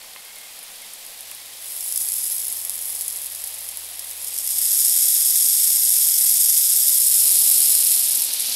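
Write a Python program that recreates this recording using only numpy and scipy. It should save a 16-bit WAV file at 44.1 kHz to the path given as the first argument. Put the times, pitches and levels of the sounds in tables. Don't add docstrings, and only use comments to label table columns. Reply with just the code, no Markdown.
import sys
import numpy as np
from scipy import signal
from scipy.fft import rfft, irfft, next_fast_len
from scipy.io import wavfile
from scipy.ndimage import uniform_filter1d

SR = 44100
rng = np.random.default_rng(int(sys.argv[2]) if len(sys.argv) > 2 else 0)


def magnitude_from_level(level_db):
    exponent = np.asarray(level_db, float) / 20
    return 10 ** exponent


def wrap_up_sound(samples):
    columns = np.atleast_2d(samples).T
    tamed = np.clip(columns, -1, 1)
    steps = np.round(tamed * 32767).astype(np.int16)
    wavfile.write(sys.argv[1], SR, steps)


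N = 377055

# start_s, peak_db
BIG_SLUGS = [(.3853, -23), (.591, -20), (.9356, -17), (1.0653, -22), (1.2078, -17.5), (1.3144, -16),
             (1.3489, -18.5), (1.8078, -11), (1.9242, -5.5), (1.9599, -3), (1.9756, -2.5), (2.0872, -5),
             (2.1205, -6.5), (2.3, -11), (2.482, -7), (2.5258, -9), (2.6505, -7.5), (2.6958, -6),
             (2.856, -11), (3.0104, -5.5), (3.081, -5.5), (3.4403, -11.5), (3.689, -8.5), (3.7724, -12.5),
             (3.9944, -9.5), (4.112, -12), (4.387, -12), (8.2205, -0.5), (8.336, -3), (8.398, -7)]
# time_s, jet_level_db (air pressure), water_share (crackling part, 0-1)
NOZZLE_FLOW = [(0.0, -51.5, .7), (1.55, -44, .6), (1.68, -33, 0.6), (1.87, -28.5, 0), (2.0, -25.5, 0.5),
               (2.3, -24.5, .45), (2.69, -31, 0.44), (2.99, -28, 0.5), (3.3, -32, 0.7), (3.92, -37.5, 0.5),
               (4.15, -35, 0.6), (4.44, -29, 0.7), (4.52, -23.5, 0.67), (4.8, -18.5, 0.58),
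               (7.71, -17, 0.68), (8.19, -21.5, 0.97), (8.29, -27.5, .35), (8.55, -27.5, .35)]


def evened(x):
    return x / np.sqrt(np.mean(x ** 2) + 1e-20)


def curves(rows):
    times_s, *columns = np.transpose(rows)
    return [np.interp(np.arange(N) / SR, times_s, column) for column in columns]


def fade(span_s, edge_s=0.088):
    t = np.arange(N) / SR
    start_s, end_s = span_s
    rise = np.clip((t - start_s) / edge_s, 0, 1) if start_s > 0 else 1
    fall = np.clip((end_s - t) / edge_s, 0, 1) if end_s < N / SR - .01 else 1
    return rise * fall


def colour(x, points, extra=np.ones_like):
    hz = abs(np.fft.fftfreq(4096, 1 / SR))
    point_hz, point_db = np.transpose(points)
    gain_db = np.interp(np.log(hz + 1), np.log(point_hz), point_db)
    log_gain = np.log(magnitude_from_level(gain_db) * extra(hz) + 1e-5)
    taps = np.fft.ifft(np.exp(np.conj(signal.hilbert(log_gain)))).real
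    return signal.oaconvolve(x, taps)[:N]


def chance(lo_hz, hi_hz):
    size = next_fast_len(N)
    hz = np.fft.rfftfreq(size, 1 / SR) + .1
    shape = 1 / np.sqrt(hz * (1 + (lo_hz / hz) ** 4) * (1 + (hz / hi_hz) ** 4))
    return evened(irfft(rfft(rng.standard_normal(size)) * shape, size)[:N])


def nozzle():
    gulp_from_s, gulp_every_s, gulp_db, gulp_dying_s = 8.29, 0.066, 2.8, 0.27
    choke_db, choke_s = -3, 0.011
    jet_db, water_share = curves(NOZZLE_FLOW)
    t = np.arange(N) / SR
    late = np.maximum(t - gulp_from_s, 0)
    gulps = -np.sin(2 * np.pi * late / gulp_every_s) * np.exp(-late / gulp_dying_s)
    burst_s = np.array([row[0] for row in BIG_SLUGS] + [N])
    wait_s = burst_s[np.searchsorted(burst_s, t)] - t
    choke = np.exp(-(wait_s / choke_s) ** 2)
    return jet_db + gulp_db * gulps + choke_db * choke, np.clip(water_share, 0, 1)


def spits():
    # start_s, peak_db
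    last_drops = [
        (8.2389, -3),
        (8.2482, -5),
        (8.2666, -8),
        (8.293, -14),
        (8.318, -12),
        (8.4056, -4),
        (8.423, -7),
        (8.4602, -13),
        (8.497, -8),
        (8.5251, -12),
    ]
    slugs_per_s, mist_db = 34, -24
    top_db, db_per_jet_db, spread_db = -12.5, 0.48, 12
    t, train = np.arange(500) / SR, np.zeros(N + 500)
    small_s, smaller = rng.random((round(slugs_per_s * N / SR), 2)).T
    small_s = .01 + small_s * (N / SR - .02)
    under_db = curves(NOZZLE_FLOW)[0][(small_s * SR).astype(int)] - mist_db
    small_db = np.where(under_db < 0, top_db + db_per_jet_db * under_db - spread_db * smaller, -120)
    rows = BIG_SLUGS + last_drops + list(zip(small_s, small_db))
    for (start_s, peak_db), noise in zip(rows, rng.standard_normal((len(rows), len(t)))):
        burst = 0.097 * noise * np.exp(-t / 0.0041)
        burst[:3] += np.sign(noise[0]) * np.array([.5, .25, -.45])
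        train[round(start_s * SR) - 8:][:len(t)] += magnitude_from_level(peak_db) * burst
    return train[:N]


def droplets(per_s, size_db, length_ms):
    t, out = np.arange(40), np.zeros(N + 40)
    at = np.flatnonzero(rng.random(N) < per_s / SR)
    draws = rng.standard_normal((N // 8, len(t) + 2))[:len(at)]
    spread = (draws[:, :2] ** 2).sum(1) / 2
    size = magnitude_from_level(size_db * np.minimum(spread, 2.5))
    cracks = draws[:, 2:] * np.exp(-t * 1000 / SR / length_ms)
    cracks *= (size / np.linalg.norm(cracks, axis=1))[:, None]
    np.add.at(out, at[:len(draws), None] + t, cracks)
    return out[:N]


def echoes_gain(echoes, hz, split_hz=7200):
    low, high = (sum(g * np.cos(2 * np.pi * hz * ms / 1000) for ms, g in taps) for taps in echoes)
    upper = 1 / (1 + (split_hz / (hz + 1)) ** 16)
    return np.exp((1 - upper) * low + upper * high)


def jet(span_s, spectrum, echoes, slugs, spit_db, cracks_per_s, size_db, clump_db, sputter_db, level_db,
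        lower_db):
    jet_db, water_share = nozzle()
    is_open = fade(span_s)
    cracks = droplets(cracks_per_s * is_open * magnitude_from_level(clump_db * chance(15, 250)), size_db, 0.14)
    cracks /= np.sqrt(np.mean(cracks ** 2) / np.mean(is_open))
    hiss = evened(rng.standard_normal(N) * magnitude_from_level(sputter_db * chance(12, 800)))
    flow = np.sqrt(1 - water_share) * hiss + np.sqrt(water_share) * cracks
    flow += slugs * is_open * magnitude_from_level(spit_db - jet_db)
    heard = colour(flow, spectrum, lambda hz: echoes_gain(echoes, hz))
    lower = signal.oaconvolve(heard, signal.firwin(41, 7200, fs=SR), "same")
    upper = heard - lower
    steady = 1.53 * np.median(abs(upper[is_open > .5]))
    balanced = (upper + magnitude_from_level(lower_db) * lower) / steady
    return np.sqrt(fade(span_s, 0.22)) * magnitude_from_level(jet_db + level_db) * balanced


def yard():
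    # pitch_hz, level_db (per Hz)
    far_colour = [(1060, -33.5), (1800, -12.5), (1990, -8), (2990, -6), (3240, -3), (4830, -3.5),
                  (6280, -7), (8540, -5.5), (9270, -3.5), (9960, -11), (11000, -2), (11900, -7),
                  (13300, -8), (15700, -13)]
    # pitch_hz, level_db (per Hz)
    street_colour = [(12, -2), (40, -20.5), (200, -10), (400, -10.5), (470, -3), (750, -1), (1390, -6.5),
                     (2100, -4), (3000, -7.5), (5000, -39)]
    far_level_db, far_start_db, far_fill_s, street_db = -39, -3.5, 0.75, -51
    far_db = far_level_db + far_start_db * np.exp(-np.arange(N) / SR / far_fill_s)
    far_hiss = evened(colour(rng.standard_normal(N), far_colour))
    far = magnitude_from_level(far_db + .5 * chance(4.5, 200)) * far_hiss
    street = evened(colour(rng.standard_normal(N), street_colour))
    return far + magnitude_from_level(street_db + 0.37 * chance(0.23, 40)) * street


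def compressor():
    # start_s, level_db (tone from then on)
    load_steps = [
        (0, -84),
        (1.07, -70),
        (1.88, -65),
        (2.6, -64),
        (7.62, -71),
    ]
    # start_s, end_s, level_db
    strained = [
        (1.9, 3.05, -72.5),
        (5.198, 5.806, -73.5),
    ]
    hum_hz, strain_hz, load_s = 77.4, 189, 0.19
    t = np.arange(N) / SR
    step_s, step_db = np.transpose(load_steps)
    stepped_db = step_db[np.searchsorted(step_s, t, "right") - 1]
    tone_db = uniform_filter1d(stepped_db, round(load_s * SR), mode="nearest")
    strain = sum(magnitude_from_level(db) * fade((start_s, end_s), load_s) for start_s, end_s, db in strained)
    hum = magnitude_from_level(tone_db) * np.sin(2 * np.pi * hum_hz * t)
    return np.sqrt(2) * (hum + strain * np.sin(2 * np.pi * strain_hz * t))


def grip():
    # start_s, peak_db, pitch_hz
    thuds = [
        (.002, -60, 50),
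        (.075, -64, 45),
        (.115, -63, 50),
        (.335, -63, 50),
        (.5, -64, 50),
        (.53, -65, 45),
        (1.312, -55, 200),
    ]
    cycles = 1.5
    out = np.zeros(N)
    for start_s, peak_db, thud_hz in thuds:
        turns = np.arange(0, cycles, thud_hz / SR)
        thud = np.sin(np.pi * turns / cycles) ** 2 * np.sin(2 * np.pi * turns)
        out[round(start_s * SR):][:len(turns)] += magnitude_from_level(peak_db) * thud
    return out


def zoom_motor():
    # start_s, end_s, level_db
    bursts = [
        (0.16, 0.207, -55.5),
        (0.25, 0.322, -55.5),
        (0.36, .395, -54),
        (.405, .46, -53),
        (0.47, 0.498, -62),
        (0.818, .85, -53),
        (1.17, 1.193, -64),
    ]
    # multiple (of the step rate), level_db
    overtones = [(3, -11), (4, 0.5), (5, -17), (6, -5), (8, -10)]
    step_hz = 535
    t = np.arange(N) / SR
    running = sum(magnitude_from_level(db + 5.5) * np.clip(np.minimum(t - start_s, end_s - t) / .004, 0, 1)
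                  for start_s, end_s, db in bursts)
    phase = 2 * np.pi * np.cumsum(step_hz * (1 + .0015 * chance(5.4, 60))) / SR
    whine = sum(magnitude_from_level(db) * np.sin(k * phase) for k, db in overtones)
    return running * magnitude_from_level(1.3 * chance(30, 200)) * whine


def finger_ticks():
    # start_s, peak_db, ring_hz, low_share (of the low body, 0-1)
    ticks = [
        (.0155, -28, 4300, 0),
        (0.044, -40, 900, 0.6),
        (.1335, -30, 4530, 0),
        (0.154, -33, 3100, .05),
        (0.1611, -24.5, 2580, 0.26),
        (.1705, -30, 4130, 0),
        (0.365, -30, 4200, 0.15),
        (.4915, -34, 2500, 0),
        (1.3165, -25, 2580, 0.15),
    ]
    # pitch_hz, level_db, decay_s (to 60 dB down)
    body_tones = [(1020, 1.5, .03), (600, -5, .03), (250, -24, .04), (2050, 1.5, .012)]
    out = np.zeros(N)
    t = np.arange(1500) / SR
    rise = np.clip(t / 0.00044, 0, 1)
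    low = sum(magnitude_from_level(db - 60 * t / decay_s) * np.sin(2 * np.pi * hz * t) for hz, db, decay_s in body_tones)
    band = signal.butter(2, [1700, 3400], "band", fs=SR)
    snap = magnitude_from_level(-60 * t / .012) * evened(signal.lfilter(*band, rng.standard_normal(len(t))))
    for start_s, peak_db, ring_hz, low_share in ticks:
        ring = magnitude_from_level(-60 * t / 0.0081) * np.sin(2 * np.pi * ring_hz * t)
        tick = rise * (ring + low_share * low + 0.34 * snap)
        out[round(start_s * SR):][:len(t)] += magnitude_from_level(peak_db - 1.5) * tick
    return out


def car_spray():
    # time_s, level_db
    spray = [
        (6.9, -39),
        (7.3, -36.5),
        (7.7, -36),
        (8.2, -35.5),
        (8.55, -31),
    ]
    # pitch_hz, level_db (per Hz)
    patter_colour = [(710, -57), (1200, -22.5), (1980, -14.5), (2470, -7.5), (3710, -1.5), (4330, 1.5),
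                     (5290, 0), (6220, -4.5), (7000, -6), (9100, -41), (15400, -120)]
    # pitch_hz, level_db (per Hz)
    panel_colour = [(53, -33), (90, 3), (151, -9), (269, 4.5), (446, -5), (565, 2), (804, 1), (1210, -6),
                    (1500, -5), (1950, -38), (3300, -120)]
    drum_start_db, drum_per_spray_db, drum_build_s = -54.5, .4, 0.38
    spray_db, span_s = curves(spray)[0], (spray[0][0], spray[-1][0])
    paint_drops = rng.standard_normal(N) * magnitude_from_level(1.5 * chance(22.6, 900))
    panel_drops = rng.standard_normal(N) * magnitude_from_level(1.2 * chance(2.54, 60))
    patter = magnitude_from_level(spray_db + 3.0) * evened(colour(paint_drops, patter_colour))
    drum_db = drum_start_db + drum_per_spray_db * (spray_db - spray_db[0])
    drum = magnitude_from_level(drum_db) * fade(span_s, drum_build_s) * evened(colour(panel_drops, panel_colour))
    return fade(span_s, 0.39) * (patter + drum)


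def scene():
    # pitch_hz, level_db (per Hz)
    wet_colour = [(1760, -47), (3000, -24.5), (3370, -18.5), (4330, -16.5), (5110, -10), (5870, -11.5),
                  (7370, -6.5), (8290, -5), (10100, 0), (11000, 3), (12800, -3), (15100, -14), (15700, -5)]
    dry_colour = [(880, -58), (1500, -42), (2140, -27), (2870, -23), (3520, -17), (4250, -15.5),
                  (5120, -10.5), (6290, -9), (8440, -1), (10200, 0), (11300, 2.5), (12500, 0.5),
                  (13300, -6), (15700, -13)]
    turned_colour = [(1470, -40.5), (2500, -24), (3560, -14), (4690, -10), (5070, -7), (6140, -7.5),
                     (6940, -5.5), (7550, -1.5), (8220, -1), (9150, 1), (10800, 5.5), (12100, 3.5),
                     (15700, -14.5)]
    # delay_ms, gain (signed)
    wet_echoes = [
        [(0.384, 0.11), (0.588, 0.16), (1.18, 0.06), (3.024, 0.06), (3.254, 0.1), (3.76, 0.09), (4.198, -0.08), (5.114, 0.06)],
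        [(0.356, 0.17), (0.532, 0.09), (0.682, -0.05), (0.788, -0.13), (3.228, 0.08), (3.664, -0.06), (3.928, -0.05), (4.072, -0.06)],
    ]
    dry_echoes = [
        [(0.284, -0.15), (0.576, 0.31), (0.96, -0.07), (1.648, -0.09), (2.194, 0.06), (2.782, -0.06), (3.166, -0.14), (3.412, -0.16), (3.798, 0.1), (4.064, -0.09), (4.304, 0.1), (5.062, -0.08)],
        [(0.27, 0.06), (0.406, -0.17), (0.608, 0.25), (0.718, -0.07), (0.828, 0.1), (1.03, 0.08), (1.636, -0.06), (1.764, -0.05), (3.282, 0.1), (3.752, 0.06), (3.916, 0.11), (4.694, 0.05)],
    ]
    turned_echoes = [
        [(0.3, -0.13), (0.578, 0.21), (0.728, 0.11), (1.15, 0.04), (1.482, -0.05), (1.996, 0.04), (3.454, 0.05), (4.45, 0.04)],
        [(0.288, -0.05), (0.364, 0.13), (0.642, -0.15), (0.742, 0.16), (1.584, 0.04), (3.362, -0.04), (3.692, -0.04), (3.984, -0.05)],
    ]
    slugs = spits()
    wet = jet((0, 4.35), wet_colour, wet_echoes, slugs, spit_db=5.5, cracks_per_s=800, size_db=6.0,
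              clump_db=5.5, sputter_db=2.0, level_db=0.17, lower_db=-0.3)
    drier = jet((4.15, 7.1), dry_colour, dry_echoes, slugs, spit_db=12.5, cracks_per_s=1500, size_db=4.0,
                clump_db=3, sputter_db=0.26, level_db=0.28, lower_db=2.1)
    turned = jet((6.9, 8.55), turned_colour, turned_echoes, slugs, spit_db=3.5, cracks_per_s=1400,
                 size_db=3.0, clump_db=2.0, sputter_db=-0.8, level_db=0.1, lower_db=0.1)
    sprinkler = wet + drier + turned
    handling = grip() + zoom_motor() + finger_ticks()
    return (sprinkler + yard() + compressor() + handling + car_spray())[None]


def roll_off(x):
    return signal.sosfilt(signal.butter(12, 15820, fs=SR, output="sos"), x)


def record(dry):
    soft = dry / (1 + (dry / .8) ** 4) ** .25
    treble_cut = signal.firwin(1023, 15740, window=("kaiser", 9), fs=SR)
    mix = signal.oaconvolve(soft, treble_cut[None], "same")
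    return roll_off(mix)


dry = scene()
out = record(dry)
wrap_up_sound(out)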